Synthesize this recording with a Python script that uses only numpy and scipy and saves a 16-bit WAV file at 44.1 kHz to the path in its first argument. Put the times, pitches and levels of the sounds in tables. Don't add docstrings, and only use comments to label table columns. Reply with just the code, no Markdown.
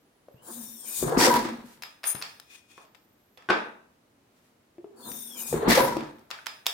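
import sys
import numpy as np
from scipy import signal
from scipy.fft import rfft, irfft, next_fast_len
from scipy.io import wavfile
from scipy.ndimage import uniform_filter1d, map_coordinates

SR = 44100
rng = np.random.default_rng(int(sys.argv[2]) if len(sys.argv) > 2 else 0)


def store_pcm(level_fs):
    pcm = np.round(np.clip(level_fs, -1, 1) * 32767).astype(np.int16)
    wavfile.write(sys.argv[1], SR, np.atleast_2d(pcm).T)


def gain_from_db(level_db):
    decades = np.asarray(level_db, float) / 20
    return 10 ** decades


N = 297185
FAST = next_fast_len(N)
HZ = np.maximum(np.fft.rfftfreq(FAST, 1 / SR), 1)

TOP_DEAD_CENTRE = (1.1737, 5.68)
SEAL_S = (-.76, -.725)
# pitch in Hz, width in Hz, level in dB.
TIGHT_LEAK = [(4970, 53, -8), (6510, 76, -5.5), (7350, 90, -11), (8400, 71, -6.5), (9070, 170, 4),
              (10370, 98, -4.5), (11400, 88, -13.5), (11400, 89, -8.5), (11800, 180, -7),
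              (12000, 340, -6.5), (13200, 410, -7), (14250, 200, -4), (14800, 200, -4), (14950, 200, -3)]
# frequency in Hz, level in dB per Hz.
TIGHT_AIR = [(1500, -23), (3000, -28.5), (4400, -40.5), (6000, -28), (8000, -23.5), (12800, -33),
             (15900, -24)]
# pitch in Hz, width in Hz, level in dB.
OPEN_LEAK = [(3670, 190, -12.5), (6770, 81, -2.5), (8000, 160, -10), (8340, 49, -5.5), (8950, 51, -8),
             (9400, 160, -1.5), (12500, 99, -4), (13700, 170, -11.5)]
# frequency in Hz, level in dB per Hz.
OPEN_AIR = [(1500, -22.5), (4300, -8.5), (6000, -6.5), (7000, 0.5), (9500, -1.5), (11800, -12),
            (15900, -4.5)]
# seconds from top dead centre, pitch factor.
GAP_PITCH = [(-0.94, 1.2), (-.65, 1.0), (-.42, .99), (0.039, .94), (0.41, 0.87)]
SECOND_GAP_SAG = 1.8
GAP_WAVER_DB = 2.5
# seconds from top dead centre, pitch in Hz.
CAVITIES = [
    [(-.66, 3450), (-.6, 3650), (-.42, 3650), (-.33, 3250), (-.25, 2750)],
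    [(-.33, 2350), (-.25, 2480), (-.1, 2400)],
    [(-.6, 5800), (-.5, 5700), (-.4, 5650), (-.3, 5300), (-.13, 5100)],
    [(-.73, 4600), (-.66, 4480), (-.56, 3700)],
    [(-.31, 3850), (-.2, 3700), (-.12, 3500)],
    [(-.61, 9150), (-.5, 9050), (-.36, 8950)],
    [(-.72, 10200), (-.67, 9700), (-.62, 9200)],
    [(-.4, 8300), (-.33, 8750), (-.25, 8800)],
    [(-.32, 6950), (-.24, 6850)],
    [(-.82, 2600), (-.74, 3100), (-.66, 3300)],
]
CAVITY_DB = [(-61, -56, -55.5, -66, -59, -65, -56, -46.5, -52, -70),
             (-53, -54, -53.5, -53.5, -60, -51, -73, -60, -45, -85)]

# pitch in Hz, width in Hz, level in dB.
CASES = [(354, 63, -1.5), (499, 100, -3.5), (707, 15, -2.5), (885, 13, -3), (975, 12, 0), (1338, 7.3, -1),
         (1660, 55, -20)]
# frequency in Hz, level in dB per Hz.
RUMBLE = [(150, -43.5), (260, -6.5), (523, -8), (667, -8), (989, -4), (1450, -12), (1700, -11.5),
          (2400, -59)]
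# frequency in Hz, level in dB per Hz.
THUD = [(18, -39), (30, -13), (102, -10.5), (140, 0.5), (157, 6), (179, -28), (200, -12.5), (300, -55)]
# frequency in Hz, level in dB per Hz.
CLATTER = [(1400, -9.5), (1950, 2), (2600, -9.5), (4500, -7.5)]
# frequency in Hz, level in dB per Hz.
BLOW_OFF = [(4500, -4.5), (5590, -4.5), (6300, -8.5), (9500, -12)]
# frequency in Hz, level in dB per Hz.
JET = [(9500, 1), (12600, -0.5), (15900, -4)]

# seconds from top dead centre, level in dB at the first kick,
# level in dB at the second, hold in seconds, fall in dB per s.
TIGHT_SURGES = [
    (-0.594, -55.5, -74.5, 0.026, 95),
    (-0.84, -47, -61.5, 0.29, 80),
    (-.58, -48, -41.5, 0.17, 78),
    (-.29, -36.5, -39.5, 0.12, 249),
]
OPEN_SURGES = [
    (-0.77, -48, -50.5, 0.28, 98),
    (-.29, -37.5, -42, 0.045, 70),
    (-0.206, -32.5, -38, 0.052, 279),
    (-.1, -48, -69.5, .01, 96.5),
]
BOOM_SURGES = [
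    (-.6, -44, -43, .01, 64.5),
    (-.3, -58.5, -47.5, .02, 89.5),
    (-.14, -39, -30.5, 0.0055, 263),
    (.005, -29, -20.5, .005, 334.5),
    (.12, -33, -38, .17, 110),
]
RUMBLE_SURGES = [
    (-0.684, -48, -54.5, 0.011, 79),
    (-0.603, -58, -46.5, 0.0097, 107),
    (-.3, -55, -51.5, 0.17, 58.5),
    (-0.1347, -35, -35.5, 0.24, 201),
    (-0.0012, -22, -22.5, 0.12, 89),
]
THUD_SURGES = [
    (-.6, -59.5, -56, 0.01, 117),
    (-.14, -31, -30, .005, 197.5),
    (.005, -29.5, -25.5, .005, 221),
    (.1, -39, -37, 0.043, 67.5),
]
CLATTER_SURGES = [
    (-.13, -51.5, -46, 0.11, 197),
    (.02, -28, -22, 0.022, 251),
    (.05, -24, -24, 0.036, 166.5),
    (.19, -37, -40, 0.0092, 88),
]
BLOW_SURGES = [
    (.015, -23, -27, 0.069, 215),
    (.19, -39, -41, 0.00213, 113),
]
JET_SURGES = [
    (.02, -31.5, -30, .05, 151),
    (.13, -38.5, -36.5, .04, 220.5),
    (.3, -68.5, -73, .01, 35),
]
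SWIFTER_RISE = 2.5

# start in seconds, peak
# in dB, pitch in Hz, decay by 60 dB in seconds, swell in seconds.
BUMPS = [(0.284, -29, 556, 0.018, 0.0013), (0.342, -34, 122, 0.029, 0.0019),
         (1.024, -11, 374.4, 0.088, .004), (1.059, -17, 150, 0.33, .003),
         (1.118, -12.5, 468, 0.058, 0.0072), (1.169, -2, 255, 0.031, .007), (1.209, -9.5, 974, 0.05, .003),
         (1.266, -8, 511, 0.06, .01), (1.268, -14, 975, .06, .006), (1.304, -7.5, 973, 0.09, .004),
         (1.328, -11, 975, .04, .004), (1.341, -12, 910, .03, .002), (1.36, -14, 975, .08, 0.0046),
         (1.371, -15.5, 242, 0.07, .008), (1.452, -13.5, 320, 0.038, 0.0012),
         (1.641, -29, 240, 0.058, .002), (2.148, -20, 135.5, 0.0077, 0.00095),
         (2.2238, -18.5, 4300, 0.015, 0.00019), (2.399, -37, 4000, .01, 0.00039),
         (3.374, -37.5, 3500, .015, .0003), (6.666, -5, 3700, 0.0066, 0.00044),
         (2.778, -38.5, 1083, 0.081, 0.0011), (3.381, -44, 505, .03, .002),
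         (4.782, -30, 347.4, 0.13, 0.0011), (4.843, -25, 392, 0.068, 0.0012),
         (5.109, -30, 234, 0.12, 0.0024), (5.525, -10.5, 477, 0.025, .005), (5.539, -7, 384, 0.036, .003),
         (5.626, -12, 439, 0.062, .006), (5.676, -2, 249, 0.051, 0.0067), (5.701, -5.5, 328, .015, .001),
         (5.717, -8, 694, 0.02, .001), (5.769, -3, 536, 0.04, .013), (5.803, -7.5, 975, 0.041, .005),
         (5.813, -12.5, 532, 0.13, .006), (5.875, -19, 975, 0.091, 0.0033),
         (5.922, -18, 958, 0.065, 0.0039), (5.968, -10, 320, 0.049, .001), (6.006, -25, 312, 0.033, 0.0016),
         (6.388, -29.5, 1500, 0.021, 0.0011)]

# drop in seconds, seconds since the slip,
# peak in dB, dullness 0-1, left over right in dB.
PAWL = [
    (1.8349, .0124, -28.5, 0.58, 19),
    (2.0403, .0064, -20, 0.72, 0),
    (2.2239, 0.0088, -19, 0.5, 0),
    (6.3124, .0077, -23, 0.69, 22),
    (6.4676, .0078, -21.5, 0.59, -16.5),
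    (6.666, .0073, -8.5, 0.25, -13),
]
SLIP_DB, SLIP_DULL, SLIP_PAN_DB, PAWL_RING_DB = -26.5, 0.56, 4, -43
# pitch in Hz, level in dB, decay by 60 dB in seconds.
LEVER = [(2700, -22, .15), (3350, -20, .15), (4100, -17, 0.15), (5070, -7, .25), (5280, -18, 0.15),
         (12490, -13, .15)]
# level in dB, decay factor.
PAWL_RINGS = [(1, 1.2), (0, 5.0), (-5, .6), (-2, .45), (-2, 1.1), (2, .6)]
RING_PITCH = (1, 1.02, 1, .99, .986, 1)
# start in seconds, peak in dB, dullness 0-1, left over right in dB.
TICKS = [(1.0944, -23.5, 0.21, 6), (1.203, -12.5, .5, 0), (1.212, -12, .6, -2), (1.223, -12.5, .5, 2),
         (1.34, -16, .5, 5.5), (1.427, -29, .4, 2), (1.451, -24.5, .8, -2), (1.4886, -31.5, .7, -4),
         (1.774, -52.5, 0.6, 14), (2.153, -29, 0.77, 18), (2.399, -35.5, 0.27, 19.5), (2.779, -38.5, 1, 6),
         (2.8507, -47.5, 0.64, 4.5), (2.9479, -45.5, 0.57, 23), (2.9517, -49.5, 0.7, 27),
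         (3.3742, -38.5, 0.77, -6.5), (3.3788, -45.5, 0.7, 1.5), (3.4231, -43.5, 0.79, 5),
         (5.117, -36, 0.4, 20), (5.7083, -11, .6, -2), (5.7185, -7.5, .7, 2), (5.968, -25.5, 0.7, 2),
         (6.007, -28.5, .85, 2), (6.1844, -51, 0.64, -15), (6.1934, -52, 0, 20)]

# start in seconds, level in dB, hold in seconds, fall in dB per s.
DRAG = [
    (2.055, -38, .01, 600.5),
    (2.072, -26.5, 0.0072, 700.5),
    (2.088, -28.5, .006, 600),
    (2.101, -29.5, .003, 799.5),
    (2.114, -29.5, .005, 899.5),
    (2.148, -42, 0.005, 501.5),
    (2.13, -45.5, 0.075, 702),
]
# pitch in Hz, width in Hz, level in dB.
DRAG_RINGS = [(4990, 23, -4), (6440, 490, -10), (9080, 410, 1), (9740, 290, 3), (10720, 150, -5),
              (11500, 130, -9), (13500, 210, -5), (14300, 250, -5.5)]
# frequency in Hz, level in dB per Hz.
DRAG_COLOUR = [(1500, -19), (5500, -34.5), (9000, -15.5), (12300, -25), (14000, -15), (15900, -37)]
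# start in seconds, level in dB, hold in seconds, fall in dB per s.
EASE = [
    (2.51, -50.5, 0.051, 195),
    (2.71, -53.5, 0.0039, 200),
    (2.73, -60.5, 0.11, 491),
]
# pitch in Hz, width in Hz, level in dB.
EASE_RINGS = [(2474, 64, -1), (3430, 480, -15.5), (5640, 46, -13), (6640, 86, -15), (8850, 61, -13.5),
              (9400, 40, -20.5)]
# frequency in Hz, level in dB per Hz.
EASE_COLOUR = [(180, -30), (300, -20), (2250, -9.5), (2480, -3), (2930, -12), (6520, -13.5), (16000, -25)]

# start in seconds, peak in dB.
KNOCK = [
    (3.4888, -15),
    (3.4914, -18),
    (3.4963, -15.),
    (3.499, -12),
    (3.5016, -6.5),
    (3.505, -9.5),
    (3.511, -16),
]
# pitch in Hz, level in dB, decay by 60 dB in seconds.
STAND = [(234, -22, 0.54), (369, -5.5, 0.096), (570, -4, 0.015), (1103, -13, 0.15), (1500, -2.5, 0.03),
         (1549, -10, 0.27), (2470, -16.5, .03)]

# time in seconds, pitch in Hz.
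WHISTLES = [
    [(.04, 9700), (.11, 10500), (.24, 10000), (.27, 11100), (.32, 11650)],
    [(.31, 11900), (.36, 13200), (.4, 13450)],
    [(.26, 12200), (.32, 12950)],
    [(0, 12650), (.05, 13050)],
    [(2.82, 14350), (2.92, 13900), (2.99, 14200), (3.03, 13500), (3.14, 13900), (3.2, 12550), (3.29, 12750),
     (3.35, 11900), (3.4, 11450)],
    [(3.16, 13500), (3.21, 13000), (3.29, 13250), (3.4, 12000)],
    [(6.12, 11800), (6.3, 12400)],
]
WHISTLE_DB = [-83, -71, -80, -79, -76, -79, -79]
FADE_S = .02

# start in seconds, level
# in dB, hold in seconds, fall in dB per s.
RUSTLE = [
    (1.66, -56.5, .08, 200.5),
    (4.37, -69.5, .02, 150),
    (4.45, -69, .02, 150),
]
# frequency in Hz, level in dB per Hz.
RUSTLE_COLOUR = [(1200, 0), (5000, -6.5), (15000, -9)]
# frequency in Hz, level in dB per Hz.
FLOOR = [(20, -16), (35, -18), (101, -9.5), (172, -10.5), (277, -6), (340, -9), (5380, -28.5), (16400, -34)]
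FLOOR_DB = -64.5

# frequency in Hz, decay by 60 dB in seconds.
ROOM_T60 = [(100, 0.47), (500, 0.51), (2000, 0.47), (6000, 0.38), (14000, 0.7)]
# frequency in Hz, level in dB.
ROOM_COLOUR = [(60, -27), (150, 4.5), (400, 9), (1500, 8), (5000, 8.5), (14000, -2.5)]
# frequency in Hz, left-right likeness.
LIKENESS = [(20, 0.39), (150, 1), (250, 0.89), (500, 0.45), (1000, 0.), (16000, 0.)]
# frequency in Hz, left over right in dB.
LEANING = [(60, 2), (180, 0), (550, 2), (1650, 1.5), (4970, 2), (15000, 6.5)]
HISS_LEAN_DB, DRAG_LEAN_DB = 2.5, 4


def compression():
    t = np.arange(N) / SR
    s, factor = np.transpose([(top + s, f) for top in TOP_DEAD_CENTRE for s, f in GAP_PITCH])
    factor = np.interp(t, s, factor)
    first_gap = gap(TIGHT_AIR, TIGHT_LEAK[::2], factor, ring_db=2.5)
    second_gap = gap(TIGHT_AIR, TIGHT_LEAK[1::2], factor ** SECOND_GAP_SAG, ring_db=3.5)
    tight = gain_from_db(-2.5) * first_gap + gain_from_db(-3.0) * second_gap
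    wide = gap(OPEN_AIR, OPEN_LEAK, factor / 0.97, ring_db=11.0)
    glides = [np.add(glide, (top, 0)) for top in TOP_DEAD_CENTRE for glide in CAVITIES]
    hollows = breathy_tones(glides, np.ravel(CAVITY_DB), width_hz=98.0, clear=0.33)

    first, second = [np.clip((t - top - s) / 0.11, 0, 1) for top, s in zip(TOP_DEAD_CENTRE, SEAL_S)]
    sealed = np.where(t < np.mean(TOP_DEAD_CENTRE), first, second)
    leaks = each_kick(TIGHT_SURGES) * tight + each_kick(OPEN_SURGES) * wide
    hollows_open = np.where(t < TOP_DEAD_CENTRE[0], 1, sealed)
    return sealed * gain_from_db(drift(24)) * leaks + hollows_open * gain_from_db(drift(16.8)) * hollows


def crank():
    t = np.arange(N) / SR
    boom = coloured([(200, -33.0), (260, -26.0)], [(232.0, 26, 0.017)])
    rumble = coloured(RUMBLE, CASES, ring_db=2.0, grains_per_s=900., grain_db=3.0)
    thud = coloured(THUD, [(158, 20, 0.0), (50.85, 20, -7.5)])
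    clatter = coloured(CLATTER, grains_per_s=330.0, grain_db=3.0)
    puff = coloured(BLOW_OFF, grains_per_s=800.0, grain_db=5.0)
    after_top = sum(np.clip((t - s) / 0.0072, 0, 1) * (t < s + 1.5) for s in TOP_DEAD_CENTRE)
    blow = after_top * (each_kick(BLOW_SURGES) * puff + each_kick(JET_SURGES) * coloured(JET))
    gears = each_kick(RUMBLE_SURGES) * rumble + each_kick(CLATTER_SURGES) * clatter + blow
    return each_kick(BOOM_SURGES) * boom + each_kick(THUD_SURGES) * thud + gain_from_db(2.0 * drift(36.0)) * gears


def bumps():
    out, t = np.zeros(N), np.arange(SR // 3) / SR
    for s, db, hz, t60, swell in BUMPS:
        rise = np.sin(np.pi / 2 * np.clip(t / max(swell, 1e-4), 0, 1)) ** 2
        fall_db = -60 * np.maximum(t - swell, 0) / max(t60, .003)
        note = np.sin(2 * np.pi * hz * t) * gain_from_db(fall_db)
        note += gain_from_db(-10.0 + fall_db / 0.33) * np.sin(2 * np.pi * 1.6 * hz * t)
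        out += np.pad(gain_from_db(db - 6.5) * rise * note, (int(s * SR), N))[:N]
        out += crack(s + .4 * swell, db - 23.5, dull=.85, length_s=0.0037, grit=0.86)
    return out


def ratchet():
    slips = [(s - lead, SLIP_DB, SLIP_DULL, SLIP_PAN_DB) for s, lead, *_ in PAWL]
    drops = [(s, *rest) for s, lead, *rest in PAWL]
    pulses, placed = np.zeros(N), np.zeros((2, N))
    for s, db, dull, pan_db in [*slips, *drops, *TICKS]:
        pulses += crack(s, db, dull, length_s=.001, grit=0)
        placed += crack(s, db, dull, length_s=0.0022, grit=0.39) * gain_from_db([[pan_db / 2], [-pan_db / 2]])
    rings = np.zeros(N)
    for (s, lead, *_), pitch, (db, lasting) in zip(PAWL, RING_PITCH, PAWL_RINGS):
        modes = np.multiply(LEVER, (pitch, 1, 1))
        rings += struck(np.array([s - lead, s]), PAWL_RING_DB + db, modes, shorten=lasting)
    to_walls = signal.sosfilt(signal.butter(2, 650., "high", fs=SR, output="sos"), pulses + gain_from_db(-19) * rings)
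    close = signal.sosfilt(signal.butter(1, 700., "high", fs=SR, output="sos"), placed) + rings
    return to_walls, close


def lever_moves():
    drag = coloured(DRAG_COLOUR, DRAG_RINGS, ring_db=1.0, grains_per_s=110.0, grain_db=10.0)
    ease = coloured(EASE_COLOUR, EASE_RINGS, ring_db=11.0, grains_per_s=200., grain_db=5.0)
    return surges(DRAG) * gain_from_db(1.5 * drift(40.)) * drag + surges(EASE) * gain_from_db(1.5 * drift(29.6)) * ease


def knock():
    rows = np.array(KNOCK)
    modes = struck(rows[:, 0], rows[:, 1] - 10, STAND, shorten=1)
    pulses = sum(crack(s, db - 4, dull=.8, length_s=.003, grit=.4) for s, db in rows)
    hardest = crack(*rows[rows[:, 1].argmax()], dull=0.78, length_s=.001, grit=0)
    to_walls = gain_from_db(8.5) * hardest + gain_from_db(-6.5) * modes
    return signal.sosfilt(signal.butter(1, 3000., fs=SR, output="sos"), [modes + pulses, to_walls])


def whistles():
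    return breathy_tones(WHISTLES, WHISTLE_DB, width_hz=40., clear=1.5)


def rustle():
    return surges(RUSTLE) * coloured(RUSTLE_COLOUR)


def room(x, wet_db):
    t, tail = np.arange(SR) / SR, 0
    mid, side = rng.standard_normal((2, SR))
    edges = 45 * 2 ** np.arange(0, 8.6, .5)
    for low, high in zip(edges, edges[1:]):
        hz = np.sqrt(low * high)
        alike = np.clip(at_hz(LIKENESS, hz), 0, 1)
        pair = np.sqrt(1 + alike) * mid + np.sqrt(1 - alike) * side * [[1], [-1]]
        band = signal.sosfilt(signal.butter(2, [low, high], "band", fs=SR, output="sos"), pair)
        tail = tail + band * gain_from_db(at_hz(ROOM_COLOUR, hz) - 60 * t / at_hz(ROOM_T60, hz))
    tail = tail * np.clip(t / 0.0012, 0, 1)
    return gain_from_db(wet_db) * signal.fftconvolve(x[None], tail, axes=1)[:, :N]


def background():
    return gain_from_db(FLOOR_DB + 0.19 * drift(2.5)) * coloured(FLOOR)


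def gap(air, leak, factor, ring_db):
    reading = np.cumsum(factor) % (N - 1)
    ports = coloured(air, leak, ring_db=ring_db)
    moved = np.array([map_coordinates(port, [reading], order=2) for port in ports])
    return gain_from_db(GAP_WAVER_DB * drift(6.8)) * moved


def breathy_tones(glides, levels_db, width_hz, clear):
    out, waver = np.zeros((2, N)), np.array([drift(width_hz) for _ in "LRLR"])
    for glide, db in zip(glides, levels_db):
        s, hz = np.transpose(glide)
        at = np.arange(int(s[0] * SR), int(s[-1] * SR))
        t = at / SR
        elsewhere = at - at[0] + rng.integers(N // 2)
        phase = 2 * np.pi * np.cumsum(uniform_filter1d(np.interp(t, s, hz), size=600)) / SR
        fade = np.clip(np.minimum(t - s[0], s[-1] - t) / FADE_S, 0, 1)
        tone = (clear + waver[:2, elsewhere]) * np.sin(phase) + waver[2:, elsewhere] * np.cos(phase)
        out[:, at] += gain_from_db(db) * fade * tone
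    return out / np.sqrt(1 + clear ** 2 / 2)


def coloured(spectrum, peaks=(), ring_db=0., grains_per_s=0., grain_db=-60.):
    mid, side = rng.standard_normal((2, N))
    luck, sizes = rng.uniform(-1, 1, N), rng.exponential(1, N)
    hit = np.abs(luck) < grains_per_s / SR
    mid[hit] += gain_from_db(grain_db + 5.18 * np.minimum(sizes[hit], 3.5)) * np.sign(luck[hit])
    power = gain_from_db(2 * at_hz(spectrum)) * (HZ > spectrum[0][0]) * (HZ < spectrum[-1][0])
    for hz, width, db in peaks:
        power = power + gain_from_db(2 * (db + ring_db)) / (1 + (2 * (HZ - hz) / width) ** 2) ** 2
    alike = np.clip(at_hz(LIKENESS), 0, 1)
    shared = np.sqrt(1 + alike) * rfft(rms_one(mid), FAST)
    apart = np.sqrt(1 - alike) * rfft(side, FAST) * [[1], [-1]]
    return rms_one(irfft((shared + apart) * np.sqrt(power), FAST)[:, :N])


def surges(rows):
    t = np.arange(0, N / SR + .01, .001)
    power = 0
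    for s, db, hold, fall in rows:
        away_s = SWIFTER_RISE * np.maximum(s - t, 0) + np.maximum(t - s - hold, 0)
        power = power + gain_from_db(2 * (db - fall * away_s))
    return np.interp(np.arange(N) / SR, t, np.sqrt(power))


def each_kick(rows):
    return surges([(top + s, levels_db[k], hold, fall)
                   for k, top in enumerate(TOP_DEAD_CENTRE) for s, *levels_db, hold, fall in rows])


def struck(times, levels_db, modes, shorten):
    out, spread_db = np.zeros(N), rng.normal(0, 2.5, (len(times), len(modes)))
    for k, (hz, db, t60) in enumerate(modes):
        clicks = np.zeros(N)
        clicks[(times * SR).astype(int)] = gain_from_db(levels_db + db + spread_db[:, k])
        out += ring(clicks, hz, shorten * t60)
    return out


def ring(clicks, hz, t60):
    r, w = gain_from_db(-60 / (max(t60, .003) * SR)), 2 * np.pi * hz / SR
    return signal.lfilter([0, np.sin(w)], [1, -2 * r * np.cos(w), r * r], clicks + 1e-18)


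def crack(s, db, dull, length_s, grit):
    t = np.arange(int(.02 * SR)) / SR
    r = np.clip(dull, 0, .95)
    pulse = (t == 0) + grit * rng.standard_normal(len(t)) * np.exp(-t / length_s)
    softened = signal.lfilter([1], [1, -2 * r, r * r], pulse)
    burst = signal.lfilter([1, -1], [1, -.88], softened)
    return np.pad(gain_from_db(db) * burst / np.abs(burst).max(), (int(s * SR), N))[:N]


def drift(rate):
    steps = rng.standard_normal(int(N / SR * 1000) + 2)
    r = np.exp(-2 * np.pi * rate / 1000)
    slow = signal.lfilter([1], [1, -2 * r, r * r], steps)
    return np.interp(np.arange(N) / SR * 1000, np.arange(len(steps)), rms_one(slow))


def at_hz(points, hz=HZ):
    return np.interp(np.log(hz), np.log(np.array(points)[:, 0]), np.array(points)[:, 1])


def rms_one(x):
    return x / np.sqrt(np.mean(x ** 2) + 1e-20)


def scene():
    left = np.array([[.5], [-.5]])
    engine = gain_from_db(HISS_LEAN_DB * left) * compression() + crank() + gain_from_db(DRAG_LEAN_DB * left) * lever_moves()
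    engine = irfft(rfft(engine, FAST) * gain_from_db(at_hz(LEANING) * left), FAST)[:, :N]
    clicks, placed = ratchet()
    no_bass = signal.butter(2, 110, "high", fs=SR, output="sos")
    dull, blow, echoed = signal.sosfilt(no_bass, [bumps(), *knock()])
    reflections = room(gain_from_db(6.0) * clicks + gain_from_db(-7.0) * dull + gain_from_db(-1.0) * echoed, wet_db=-31.0)
    near = placed + (dull + blow) * gain_from_db([[1.5], [-1.5]])
    return engine + near + reflections + whistles() + rustle() + background()


def low_pass(x):
    return signal.sosfilt(signal.butter(12, 16720, fs=SR, output="sos"), x)


def record(dry):
    x = signal.sosfilt(signal.butter(2, 25, "high", fs=SR, output="sos"), dry)
    x = signal.sosfilt(signal.cheby2(10, 30, 16750, fs=SR, output="sos"), x)
    mix = 1.455 * np.tanh(x / 1.58)
    return low_pass(mix)


dry = scene()
out = record(dry)
store_pcm(out)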